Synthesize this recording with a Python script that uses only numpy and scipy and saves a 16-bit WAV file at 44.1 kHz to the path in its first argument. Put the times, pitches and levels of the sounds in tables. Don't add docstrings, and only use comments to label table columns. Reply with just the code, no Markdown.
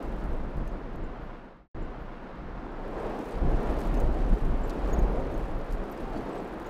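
import sys
import numpy as np
from scipy import signal
from scipy.fft import rfft, irfft, next_fast_len
from scipy.io import wavfile
from scipy.ndimage import uniform_filter1d, map_coordinates

SR = 44100
rng = np.random.default_rng(int(sys.argv[2]) if len(sys.argv) > 2 else 0)


def store_wav(level_fs):
    pcm = np.round(np.clip(np.atleast_2d(level_fs), -1, 1) * 32767)
    wavfile.write(sys.argv[1], SR, pcm.T.astype(np.int16))


N = 295401


# start in seconds, relative level in dB, pitch in Hz.
CLOSE_STONES = [(.026, -49, 9500), (.045, -56, 8000), (.125, -57, 9000), (.199, -57, 6500),
                (.239, -52, 9500), (.257, -55, 9000), (.329, -53, 9500), (.341, -56, 7000),
                (.57, -54, 8000), (.583, -52, 9500), (.654, -58, 8000), (.676, -48.5, 8200),
                (.722, -60, 9000), (.93, -63, 11000), (.959, -51, 9000), (1.848, -63, 10000),
                (2.229, -65, 12000), (2.356, -66, 8000), (2.72, -62, 12000), (2.879, -54, 8000),
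                (3.152, -52, 12000), (3.188, -48, 6000), (3.207, -53, 8000), (3.256, -49, 10000),
                (3.273, -51, 13000), (3.507, -51, 10000), (3.566, -53, 6000), (3.697, -52, 10000),
                (3.743, -52, 12000), (3.792, -45, 7500), (3.805, -41, 10100), (3.815, -41, 5000),
                (3.87, -50, 8550), (3.941, -44, 7000), (3.95, -49, 8500), (4.0, -40, 10500),
                (4.039, -53, 10000), (4.127, -52, 7500), (4.142, -48, 6450), (4.213, -54, 6000),
                (4.3, -52, 7500), (4.359, -57, 7500), (4.39, -53, 10000), (4.452, -48, 9000),
                (4.696, -39, 6450), (4.705, -42, 3600), (4.76, -56, 8500), (4.816, -57, 11000),
                (4.875, -50, 7000), (4.897, -52, 6500), (4.99, -49, 13000), (5.025, -49, 9500),
                (5.046, -52, 10000), (5.252, -55, 12000), (5.314, -52, 9000), (5.378, -47, 13500),
                (5.396, -52, 7000), (5.71, -49, 8050), (5.724, -42, 8000), (5.732, -44, 10000),
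                (5.745, -52, 10500), (5.898, -50, 10000), (5.923, -45, 9000), (5.975, -50, 6500),
                (6.005, -48, 10000), (6.174, -50, 7000), (6.352, -53, 10000), (6.475, -53, 7500),
                (6.598, -48, 8500), (6.626, -54, 9000), (6.673, -56, 7000)]
# frequency in Hz, gain in dB.
CLICK_SPECTRUM = [(500, -32), (2000, 1), (4000, 0), (6500, -2), (9000, -7), (12000, -5.5), (15500, -6)]

def close_stones():
    starts, db, hz = np.transpose(CLOSE_STONES)
    hits = clicks(starts, amp(db - 5), hz, t60=0.036, ring_db=-4, focus_db=4)
    return coloured(hits, CLICK_SPECTRUM)


def clicks(starts, sizes, pitch_hz, t60, ring_db, focus_db):
    t = np.arange(768) / SR
    pitch = pitch_hz[:, None]
    scatter = np.exp(.25 * rng.standard_normal((len(starts), 4, 1)))
    ring_hz = np.clip(pitch[:, None] * scatter[:, :3], 2000, SR / 2.2)
    ring = np.sin(2 * np.pi * ring_hz * t).mean(axis=1)
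    octaves = np.log2((np.fft.rfftfreq(len(t), 1 / SR) + 1) / pitch)
    crack = irfft(rfft(rng.standard_normal(ring.shape)) * amp(-focus_db * octaves ** 2), len(t))
    crack /= crack.std(axis=1, keepdims=True)
    decay = amp(-60 * t / (t60 * scatter[:, 3]))
    hits = sizes[:, None] * (crack + amp(ring_db) * ring) * decay
    samples = np.round(starts * SR).astype(int)[:, None] + np.arange(len(t))
    return np.bincount(samples.ravel(), hits.ravel(), N)[:N]


# start in seconds, pitch in Hz, peak in dB,
# length in seconds, level of the octave against the tone in dB, grit from 0 to 1.
RAILING_HITS = [(.08, 13500, -68, .016, -30, .5), (.364, 8150, -68, .014, -30, .4),
                (.676, 6360, -69, .04, -29, 0.6), (1.82, 7200, -68.5, .024, -32, 0.7),
                (1.992, 11760, -80, .09, -30, .3), (2.995, 8530, -64, .014, -30, .4),
                (3.32, 8180, -62, .017, -30, .4), (3.786, 12920, -59, .016, -30, .4),
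                (3.969, 6400, -56, .017, -12, .7), (4.325, 6850, -68, .024, -30, .2),
                (4.632, 7410, -56.5, .024, -15, .2), (4.672, 12900, -62, 0.026, -30, .5),
                (4.928, 6675, -44.5, 0.024, -12, 0), (4.987, 6600, -51.5, .017, -5, .4),
                (5.121, 11250, -63, .012, -30, .5), (5.339, 6500, -58, .016, -18, .4),
                (5.578, 13400, -66, .026, -30, .6), (5.91, 13520, -54, .022, -30, 0.5),
                (5.997, 10300, -64, .016, -30, .4), (6.15, 4530, -58, 0.055, -30, .5),
                (6.324, 8010, -63, .031, -30, .3), (6.376, 7800, -60, 0.022, -30, .4),
                (6.658, 6750, -59, 0.026, -5, 0.9)]

def railing_chinks():
    out = np.zeros(N + SR)
    for start, hz, db, length, octave_db, grit in RAILING_HITS:
        t = np.arange(int(length * SR)) / SR
        phase = 2 * np.pi * hz * t + 0.26 * grit * np.cumsum(rng.standard_normal(len(t)))
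        octave = amp(octave_db) * np.sin(2 * phase) * (2 * hz < SR / 2)
        arch = np.sin(np.pi * (t / length) ** 0.67) ** 2
        out[round(start * SR):][:len(t)] += amp(db) * arch * (np.sin(phase) + octave)
    return out[:N]


# time in seconds, level in dB.
PATTER_LEVELS = [(0, -68), (.33, -71), (.5, -75), (.7, -77), (.9, -83), (2.3, -87), (2.68, -84), (3.0, -67),
                 (3.1, -67), (3.33, -61), (3.43, -70), (3.56, -65), (3.69, -61.5), (3.85, -58.5),
                 (4.06, -66), (4.25, -62.5), (4.45, -63), (4.56, -66.5), (4.8, -63.5), (4.88, -61.5),
                 (4.96, -66.5), (5.2, -67), (5.42, -64), (5.52, -66), (5.84, -67), (6.18, -64.5),
                 (6.7, -65.5)]
# frequency in Hz, relative gain in dB.
PATTER_SPECTRUM = [(1000, -26), (2500, 19.5), (4000, 11), (6000, 2), (8000, 1), (11000, -1), (15000, -2)]

def near_patter():
    flurry_db = .6 * wobble(rate=14)
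    patter = unit(shower(rate=2900, spread_db=3, t60=0.008))
    patter += amp(1) * crackle(count=2000, spread_db=12)
    return amp(curve(PATTER_LEVELS) + flurry_db) * unit(coloured(patter, PATTER_SPECTRUM))


def crackle(count, spread_db):
    when, size, pitch = rng.random((count, 3)).T
    hz = 9000 * 2 ** (1.5 * (pitch - .5))
    return unit(clicks(when * N / SR, amp(spread_db * size ** 2), hz, t60=0.018, ring_db=4, focus_db=10))


# time in seconds, level in dB.
STREET_LEVELS = [(0, -47.5), (.45, -49.5), (.85, -50), (2.3, -49), (2.75, -48.5), (3.08, -47),
                 (3.38, -47.5), (3.67, -45.3), (3.95, -46.5), (4.2, -48), (4.36, -48.5), (4.8, -46.5),
                 (4.88, -44), (5.03, -48.5), (5.8, -48), (6.3, -47.5), (6.7, -46.5)]
# frequency in Hz, relative gain in dB.
STREET_SPECTRUM = [(150, -21.5), (500, 6), (1000, 10.5), (1600, 5), (2200, -2.5), (3200, -10), (4500, -17),
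                   (6500, -29), (9000, -37.5), (15000, -43)]

def street_wash():
    far_stones = shower(rate=6000, spread_db=-0.5, t60=0.011)
    return amp(curve(STREET_LEVELS)) * unit(coloured(far_stones, STREET_SPECTRUM))


def shower(rate, spread_db, t60):
    sizes = amp(spread_db * np.minimum(rng.standard_normal(N), 2))
    blows = (rng.random(N) < rate / SR) * sizes
    decay = amp(-60 / (t60 * SR))
    power = signal.lfilter([1], [1, -decay ** 2], blows ** 2)
    return np.sqrt(power) * rng.standard_normal(N)


# start in seconds, length in seconds, peak pressure in dB.
MIC_GUSTS = [(0.035, 0.24, -32.5), (0.202, 0.39, -29), (0.544, 0.13, -27.5), (0.638, 0.19, -32),
             (0.81, 0.27, -38), (1.736, 0.21, -32), (1.924, 0.32, -40.5), (2.373, 0.43, -39.5),
             (2.7, 0.45, -38), (3.047, 0.1, -34), (3.33, 0.2, -31.5), (3.414, 0.12, -19.5),
             (3.507, 0.12, -22.5), (3.635, 0.24, -27.5), (3.84, 0.33, -25), (3.99, 0.21, -22.5),
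             (4.152, 0.2, -24), (4.293, 0.094, -19), (4.406, 0.23, -23), (4.523, 0.31, -29),
             (4.783, 0.54, -26.5), (4.962, 0.16, -22), (5.105, 0.26, -31.5), (5.29, 0.31, -30.5),
             (5.492, 0.21, -30.5), (5.69, 0.18, -28), (5.993, 0.3, -35.5)]
# frequency in Hz, relative gain in dB.
SWING_SPECTRUM = [(10, -25), (20, -8.5), (27.5, 3.5), (38, -4.5), (52, -7), (65, -14), (80, -26.5),
                  (160, -40), (500, -100)]
BUFFET_SPECTRUM = [(40, -23.5), (80, -12.5), (112, 0), (150, 0), (220, -6), (330, -9), (600, -22.5),
                   (2000, -50), (6000, -100)]
DRAUGHT_DB, USUAL_GUST_DB = -45.5, -23

def microphone_gusts():
    t = np.arange(N) / SR
    skew = 0.56
    arches = [amp(db) * np.sin(np.pi * np.clip((t - start) / length, 0, 1) ** skew)
              for start, length, db in MIC_GUSTS]
    pressure = np.linalg.norm(arches, axis=0)
    swing = eddies(SWING_SPECTRUM, patchy_db=-1)
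    swing /= np.sqrt(np.abs(uniform_filter1d(swing ** 2, size=3300)) + 1e-3)
    force = (pressure / amp(USUAL_GUST_DB)) ** 0.82
    buffet = amp(USUAL_GUST_DB - 12.5) * force * eddies(BUFFET_SPECTRUM, patchy_db=.5)
    return np.hypot(amp(DRAUGHT_DB), pressure) * swing + buffet


# time in seconds, level in dB.
ROAR_LEVELS = [(0, -40), (.1, -42.5), (.33, -41.5), (.5, -44.5), (.6, -42), (.85, -43.5), (2.35, -47.5),
               (2.77, -42.5), (2.96, -37), (3.07, -32), (3.16, -34), (3.26, -36.5), (3.36, -38),
               (3.46, -34.5), (3.7, -32), (3.88, -35), (4.04, -34.5), (4.45, -38.5), (4.76, -36.5),
               (4.95, -33), (5.2, -34.5), (5.4, -38), (5.68, -40), (6.05, -37), (6.35, -35.5), (6.6, -42),
               (6.7, -40)]
# frequency in Hz, relative gain in dB.
ROAR_SPECTRUM = [(100, -33), (200, -2), (320, 1), (500, -1), (750, -5), (1100, -14), (1700, -22.5),
                 (3000, -33.5), (6000, -44.5), (15000, -66)]
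RUMBLE_SPECTRUM = [(40, -29), (80, -15.5), (115, -7), (160, -5), (220, -2), (320, -8.5), (600, -29),
                   (2000, -46.5), (6000, -100)]
RUMBLE_DB, USUAL_WIND_DB = -47, -43

def balcony_wind():
    wind_db = curve(ROAR_LEVELS)
    flutter = wobble(rate=45)
    rumble_db = RUMBLE_DB + 0.15 * (wind_db - USUAL_WIND_DB)
    rumble = amp(rumble_db + 0.24 * flutter) * eddies(RUMBLE_SPECTRUM, patchy_db=1)
    roar = amp(wind_db + 0.79 * flutter) * eddies(ROAR_SPECTRUM, patchy_db=0.97)
    return rumble + roar


def eddies(spectrum, patchy_db):
    bands = signal.stft(rng.standard_normal(N), nperseg=1024)[2]
    patches = uniform_filter1d(rng.standard_normal(bands.shape), size=6, axis=0)
    patches = uniform_filter1d(patches, size=7, axis=1)
    noise = signal.istft(bands * amp(patchy_db * unit(patches)), nperseg=1024)[1][:N]
    return unit(coloured(noise, spectrum))


def coloured(x, spectrum):
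    m = 2 * next_fast_len(N // 2 + SR // 4)
    hz, db = np.transpose(spectrum)
    gain = amp(np.interp(np.log(np.fft.rfftfreq(m, 1 / SR) + 1), np.log(hz), db))
    cepstrum = irfft(np.log(gain), m)
    cepstrum[1:m // 2] *= 2
    cepstrum[m // 2 + 1:] = 0
    return irfft(rfft(x, m) * np.exp(rfft(cepstrum)), m)[:N]


def wobble(rate):
    knots = rng.standard_normal(int(N * rate / SR) + 4)
    return map_coordinates(knots, [np.arange(N) * rate / SR])


def curve(rows):
    return np.interp(np.arange(N) / SR, *np.transpose(rows))


def amp(db):
    return 10 ** (np.asarray(db) / 20)


def unit(x):
    return x / np.sqrt(np.mean(x ** 2) + 1e-20)


def scene():
    wind = microphone_gusts() + balcony_wind()
    hail = street_wash() + near_patter() + close_stones() + railing_chinks()
    return (wind + hail)[None]


JUMP_S, REPEAT_S = 1.745, .7857
FADE_S, SILENT_S, SPLICE_S = 0.38, 0.063, .004

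def stutter(x):
    t = np.arange(N) / SR
    start = JUMP_S - REPEAT_S
    fade = np.clip((JUMP_S - SILENT_S - t) / FADE_S, 0, 1) + amp(-68)
    before = np.clip((start + SPLICE_S - t) / SPLICE_S, 0, 1)
    after = np.clip((t - JUMP_S) / SPLICE_S, 0, 1)
    early = np.roll(x, -round(REPEAT_S * SR), axis=1) * fade
    return (before + after) * x + (1 - before - after) * early


def record(dry):
    m = next_fast_len(N + SR // 2)
    soft_ends = signal.windows.tukey(N, .001)
    passband = np.fft.rfftfreq(m, 1 / SR) < 15650
    return irfft(rfft(stutter(dry) * soft_ends, m) * passband, m)[:, :N]


dry = scene()
out = record(dry)
store_wav(out)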